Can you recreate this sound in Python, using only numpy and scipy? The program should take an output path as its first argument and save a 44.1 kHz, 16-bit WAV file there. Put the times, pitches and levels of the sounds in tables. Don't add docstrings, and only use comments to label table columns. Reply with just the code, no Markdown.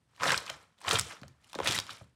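import sys
import numpy as np
from scipy import signal
from scipy.fft import rfft, irfft
from scipy.io import wavfile
from scipy.ndimage import uniform_filter1d

SR = 44100
rng = np.random.default_rng(int(sys.argv[2]) if len(sys.argv) > 2 else 0)


def to_wav(sig):
    pcm = np.clip(np.atleast_2d(sig), -1, 1) * 32767
    pcm = np.round(pcm).astype(np.int16)
    wavfile.write(sys.argv[1], SR, pcm.T)


def field_ratio(decibels):
    return 10 ** (np.asarray(decibels, dtype=float) / 20)


N = 94815

# t/s, level/dB, wetness/dB (squelch over fizz)
PRESSES = [
    [(.08, -78.5, 3), (.185, -61.5, -5.5), (.225, -30, 16), (.27, -25.5, 0), (.33, -31.5, -5),
     (.43, -46, -2), (.52, -45, 1.5), (.74, -74.5, 1)],
    [(.76, -77.5, -2.5), (.8, -63, 1.5), (.836, -51, 1), (.875, -33.5, 4), (.95, -25, -3),
     (1.03, -48, -17.5), (1.13, -44, -0.5), (1.2, -59, 1), (1.4, -75.5, 1)],
    [(1.41, -68, 5), (1.5, -62.5, -22), (1.6, -55.5, -12.5), (1.67, -30, -4), (1.77, -36, -16),
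     (1.83, -50.5, -3), (1.93, -47, -12.5), (2.12, -77, -3)],
]
# f/Hz, level/dB (per Hz)
SMEAR_SPECTRUM = [(88, -34.5), (150, -0.5), (309, -7), (1080, -2), (1290, 0.5), (2270, -8.5), (3350, -10),
                  (7760, -18), (16000, -33.5)]
# t/s, peak level/dB, ring f/Hz, t60/s
SNAPS = [(0.1495, -57.5, 4200, 0.01), (.1625, -49.5, 2900, .02), (0.1741, -51, 4720, 0.016),
         (0.2337, -18, 5260, 0.0066), (0.2689, -30, 5400, 0.016), (0.464, -37.5, 4380, 0.036),
         (0.4991, -26.5, 5840, 0.015), (.781, -58, 3430, 0.023), (.7865, -54.5, 3560, .02),
         (0.8044, -50.5, 8170, .03), (0.8144, -44, 8550, .015), (.8177, -40, 8600, .012),
         (.842, -41.5, 4500, .015), (0.8912, -18.5, 7500, 0.011), (0.9833, -31, 5800, .012),
         (1.215, -45.5, 4460, 0.022), (1.425, -62, 2275, 0.016), (1.444, -50, 2910, 0.023),
         (1.4965, -49, 3030, .02), (1.601, -32.5, 3400, .012), (1.6162, -36, 3480, 0.0061),
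         (1.648, -30, 3870, .012), (1.867, -37.5, 3340, .015), (0.3194, -15, 5830, 0.0083),
         (.3770, -18.5, 4300, 0.022), (0.9023, -25, 5460, 0.029), (0.9104, -16.5, 3200, 0.02),
         (0.9419, -20, 6550, 0.0089), (0.9871, -20, 7900, 0.049), (0.9955, -11, 7920, 0.01),
         (1.0114, -21, 6500, 0.016), (1.2808, -42, 6450, 0.016), (1.531, -31, 3460, 0.015),
         (1.5509, -32, 3700, 0.028), (1.588, -35, 3380, 0.02), (1.6735, -12.5, 3640, 0.013),
         (1.6779, -17, 2520, 0.012), (1.7102, -21, 3450, 0.03), (1.7224, -20, 4240, 0.015),
         (1.788, -14, 3420, 0.012), (1.8002, -20.5, 4730, 0.011)]
# middle t/s, level/dB, centre f/Hz, half length/s
RIPS = [(0.2, -46, 2530, 0.0022), (0.29, -27.5, 1410, 0.0084), (0.28, -29, 4050, 0.0034),
        (0.33, -28, 1156, 0.011), (0.325, -28.5, 3520, 0.0018), (0.826, -53, 4000, .003),
        (0.48, -41, 2516, 0.004), (0.5, -29, 2950, 0.0016), (0.29, -35, 3500, .004),
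        (.9325, -29.5, 7700, 0.0028), (0.99, -34.5, 8500, 0.0028), (.964, -25.5, 3000, .002),
        (1.556, -47, 3000, 0.0019), (1.659, -30.5, 2300, .002), (.8838, -24.5, 3000, 0.0025),
        (0.92, -31, 4500, 0.0069), (.9568, -22, 3070, 0.0035), (1.113, -43.5, 1760, 0.009),
        (1.663, -28.5, 2230, 0.0042), (1.684, -25.5, 3100, 0.005), (.299, -36, 8100, 0.0025),
        (0.36, -40, 4500, .003), (.241, -30.5, 5500, .003), (1.731, -32, 3500, 0.0028),
        (1.692, -30, 3600, 0.0054), (1.751, -32.5, 7970, 0.0075), (1.779, -25, 3750, 0.0014),
        (1.908, -40, 3300, 0.0078)]
# t/s, peak level/dB, pitch f/Hz, length/cycles
PLOPS = [(.178, -49, 1041, 6.7), (.201, -35, 1000, 4), (.212, -30.5, 998, 2.1), (.4675, -33, 1180, 5),
         (.494, -29, 1400, 4.1), (.808, -49.5, 1400, 4.7), (.814, -41.5, 900, 4), (.855, -42.5, 1050, 7),
         (.879, -22.5, 800, 3), (.886, -21.5, 1200, 6), (.924, -28, 550, 4), (.937, -26.5, 500, 3.4),
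         (1.2158, -47.5, 670, 4), (1.236, -41.5, 566, 3.8), (1.531, -41.5, 940, 4.4),
         (1.581, -41.5, 614, 5.9), (1.622, -33, 486, 2.3), (.208, -26.5, 1060, 2.7),
         (0.2293, -26, 1540, 3.5), (0.2337, -17.5, 1076, 2.2), (.264, -20, 540, 3.3),
         (0.2937, -15, 1420, 3.2), (.304, -11.5, 1617, 8.3), (0.32, -16, 1997, 8), (0.3426, -18, 1465, 7),
         (0.502, -31, 600, 4.3), (.847, -31.5, 1017, 6.3), (0.8665, -28.5, 1130, 6.2),
         (0.9105, -15.5, 1294, 4.9), (.930, -24, 450, 7.3), (0.944, -30.5, 420, 4.6),
         (.989, -19, 1388, 5.4), (1.166, -42, 1280, 8.4), (1.2326, -31.5, 1200, 2.4),
         (1.543, -34, 796, 3.1), (1.5535, -29, 550, 4.2), (1.5882, -21, 423, 2.66), (1.6014, -20, 430, 2.9),
         (1.615, -29, 904, 1.8), (1.632, -24, 1320, 3.3), (1.647, -47.5, 1203, 2),
         (1.763, -20.5, 1560, 4.8), (1.8925, -30.5, 1200, 5.1), (2.01, -42.5, 583, 5.6)]
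# t/s, length/s, level/dB, pitch f/Hz
SQUEAKS = [
    (.353, .014, -37, 7750),
    (1.738, .017, -29, 1850),
]
# t/s, level/dB, pitch f/Hz, length/cycles
THUDS = [(.2, -56, 110, 2.5), (.27, -51, 134.6, 13.2), (0.35, -54.5, 76, 2.9), (0.511, -55.5, 121, 0.89),
         (0.865, -52, 92, 5.4), (0.936, -43, 108, 3.5), (0.993, -47, 117, 3.9), (1.22, -47.5, 192, 1.53),
         (1.228, -57.5, 141, 3.6), (1.273, -60, 117, 2), (1.558, -44, 300, 2.1), (1.607, -51.5, 200, 2),
         (.925, -41.5, 425, 3.4), (1.619, -49.5, 80.6, 2.6), (1.685, -42, 123, 3), (1.699, -43, 360, 3.2),
         (1.91, -62, 108.5, 2.3), (2.014, -50, 114.4, 1.8)]
# f/Hz, width/Hz, level/dB
TABLE_MODES = [(73, 12, -4.5), (101.1, 9.9, -1.5), (131.1, 20, -2), (183, 50, -4), (290.4, 360, -9.5)]
# f/Hz, level/dB (per Hz)
AIR_SPECTRUM = [(15, -25), (25, 2.5), (123, -0.5), (317, -13.5), (383, -17.5), (1370, -21), (7500, -30.5),
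                (8360, -26.5), (16000, -41.5)]


def evened(x):
    return x / np.sqrt(np.mean(x ** 2) + 1e-20)


def add(mix, start_s, sound):
    part = mix[round(start_s * SR):][:len(sound)]
    part += sound[:len(part)]


def coloured(spectrum):
    f, level_db = np.transpose(spectrum)
    hz = np.fft.rfftfreq(N, 1 / SR)
    gain = field_ratio(np.interp(np.log(hz + 1), np.log(f + 1), level_db))
    return evened(irfft(rfft(rng.standard_normal(N)) * gain, N))


def resonate(x, hz, width_hz):
    r = np.exp(-np.pi * width_hz / SR)
    return 2 * signal.lfilter([1 - r], [1, -r * np.exp(2j * np.pi * hz / SR)], x).real


def drift(rate_hz):
    wide = max(int(SR / rate_hz), 1)
    return evened(uniform_filter1d(uniform_filter1d(rng.standard_normal(N), wide), wide))


def blip(hz, cycles, sag, phase=0):
    u = np.arange(0, 2.5 * cycles * SR / hz) * hz / (cycles * SR)
    shape = 4.57 * np.sqrt(2 * u) * np.exp(-(1.2 * u) ** 2 - u)
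    return shape * np.sin(2 * np.pi * cycles * u * (1 - sag * u / 2.24) + phase)


def swarm(band_hz, per_s, spread_db, cycles, tilt_db, clump_db, count):
    happens = rng.random(N) < per_s / SR
    bursts = field_ratio(spread_db * np.minimum(rng.exponential(1, N), 2.8)) * happens
    kind = rng.integers(0, count, N)
    luck = rng.random((count, 3))
    clumps = [field_ratio(clump_db * drift(rate_hz=150)) for _ in range(count // 5 + 1)]
    out = np.zeros(N)
    for k, hz in enumerate(np.geomspace(*band_hz, count)):
        length = cycles * (0.43 + 2.48 * luck[k, 0] ** 2)
        grain = blip(hz, length, .5 * luck[k, 1] - .15, 2 * np.pi * luck[k, 2])
        tilt = field_ratio(tilt_db * np.log2(hz / band_hz[0]))
        grain = grain / np.linalg.norm(grain) * tilt
        out += signal.oaconvolve(bursts * clumps[k // 5] * (kind == k), grain)[:N]
    return evened(out)


def squish():
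    squelch_db, fizz_db, smear_db = -9.5, -9, -7
    s, pressure_db, wet_db = np.vstack(PRESSES).T
    t = np.arange(N) / SR
    pressure = field_ratio(np.interp(t, s, pressure_db))
    pressure = pressure * np.clip(np.minimum(t - s[0], s[-1] - t) / 0.0079, 0, 1)
    wet = field_ratio(np.interp(t, s, wet_db) / 2)
    clumps = field_ratio(1.1 * drift(rate_hz=140))
    squelch = swarm((450, 2196), per_s=1800, spread_db=9.0, cycles=3.14, tilt_db=2.0,
                    clump_db=3.0, count=24)
    fizz = swarm((2180, 11610), per_s=4500, spread_db=4.5, cycles=4.4, tilt_db=-0.5,
                 clump_db=3.0, count=30)
    squelch = field_ratio(squelch_db + 0.94 * drift(rate_hz=64)) * wet * squelch
    fizz = field_ratio(fizz_db + 0.74 * drift(rate_hz=78)) / wet * fizz
    smear = field_ratio(smear_db) * coloured(SMEAR_SPECTRUM)
    return pressure * clumps * (squelch + fizz + smear)


def snaps():
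    crack_hz, tick_db, ring_db = 5400, 7, 12
    out, t = np.zeros(N), np.arange(2000) / SR
    for s, db, hz, t60 in SNAPS:
        noise = rng.standard_normal(len(t))
        crack = evened(resonate(resonate(noise, crack_hz, width_hz=6000), crack_hz, width_hz=9000))
        crack = crack * (1 + field_ratio(tick_db) * np.exp(-t / 0.00021))
        tone = np.sin(2 * np.pi * hz * t) * np.exp(-hz * t / 6)
        ring = tone + 0.36 * evened(resonate(noise, hz, width_hz=1700))
        shape = np.minimum(t / 0.00014, 1) * field_ratio(-60 * t / max(t60, .003))
        add(out, s, field_ratio(db - 13.5) * shape * (crack + field_ratio(ring_db) * ring))
    return out


def rips():
    out, t = np.zeros(N), np.arange(-900, 900) / SR
    for s, db, hz, half_s in RIPS:
        hiss, roughness = rng.standard_normal((2, len(t)))
        grit = field_ratio(3.5 * evened(uniform_filter1d(roughness, 24)))
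        band = evened(resonate(resonate(hiss * grit, hz, 0.45 * hz), hz, 2 * hz))
        swell = np.exp(-abs(t / max(half_s, .001)) ** 1.3)
        add(out, s + t[0], field_ratio(db) * swell * band)
    return out


def plops():
    drop_hz, drop_cycles, grit_gain = 1902, .4, .55
    out = np.zeros(N)
    for s, db, hz, cycles in PLOPS:
        noise = rng.standard_normal(1500)
        cycles = max(cycles, 1)
        turns = (np.arange(0, cycles * SR / hz) * hz / SR)[:1500]
        pitch = hz + drop_hz * np.exp(-turns / drop_cycles)
        tone = np.sin(2 * np.pi * np.cumsum(pitch) / SR + 2 * noise[0])
        grit = evened(resonate(resonate(noise, 1.41 * hz, hz), 2.5 * hz, 2 * hz))[:len(turns)]
        shape = abs(np.sin(np.pi * (turns / cycles) ** .7)) ** .8
        add(out, s, field_ratio(db - 6.0) * shape * (tone + grit_gain * grit))
    return out


def squeaks():
    out = np.zeros(N)
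    for s, length_s, db, hz in SQUEAKS:
        noise = rng.standard_normal(1500)
        u = np.arange(0, length_s, 1 / SR)[:1500] / length_s
        waver = evened(uniform_filter1d(noise, 90))[:len(u)]
        pitch = hz * (1 + .02 * waver + 300 / hz * u ** 2)
        whistle = np.sin(2 * np.pi * np.cumsum(pitch) / SR)
        add(out, s, field_ratio(db + 2.5 * waver) * np.sin(np.pi * u ** 2) * whistle)
    return out


def table_ring(x):
    out = np.zeros(N)
    for k, (hz, width_hz, db) in enumerate(TABLE_MODES):
        mode = resonate(resonate(x, hz, 2 * width_hz), hz, width_hz)
        out += (-1) ** k * field_ratio(db) * mode / np.sqrt(width_hz)
    return out


def thuds():
    rumble_db, rumble_t60_s = -4.5, 0.3
    beat, push, t = np.zeros(N), np.zeros(N), np.arange(SR // 2) / SR
    for s, db, hz, cycles in THUDS:
        add(beat, s, field_ratio(db) * blip(hz, max(cycles, 1), sag=0.12))
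        add(push, s, field_ratio(db + rumble_db - 60 * t / rumble_t60_s))
    noise = rng.standard_normal(N)
    return beat + table_ring(noise * push) / np.std(table_ring(noise))


def room(x):
    t60_s = 0.23
    taps, at = np.zeros(SR // 3), np.arange(60, SR // 3 - 20, 20)
    taps[at + rng.integers(0, 20, len(at))] = rng.choice([-1., 1.], len(at))
    fall = field_ratio(-60 * np.arange(len(taps)) / SR / t60_s)
    taps = signal.lfilter([1], [1, -.4], taps * fall)
    return signal.fftconvolve(x, taps / np.linalg.norm(taps))[:N]


def air():
    return field_ratio(-71) * coloured(AIR_SPECTRUM)


def scene():
    slime = squish() + snaps() + rips() + plops() + squeaks()
    return (slime + field_ratio(-14) * room(slime) + thuds() + air())[None]


def low_pass(x):
    return signal.sosfilt(signal.butter(12, 16140, fs=SR, output="sos"), x)


def record(dry):
    bass_cut = signal.butter(4, 64, "high", fs=SR, output="sos")
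    dulling = signal.butter(1, 9000, fs=SR, output="sos")
    edge = signal.firwin(255, 16100, window=("kaiser", 9), fs=SR)[None]
    heard = signal.sosfilt(np.vstack([bass_cut, dulling]), dry)
    mix = signal.oaconvolve(heard, edge, "same")
    return low_pass(mix)


dry = scene()
out = record(dry)
to_wav(out)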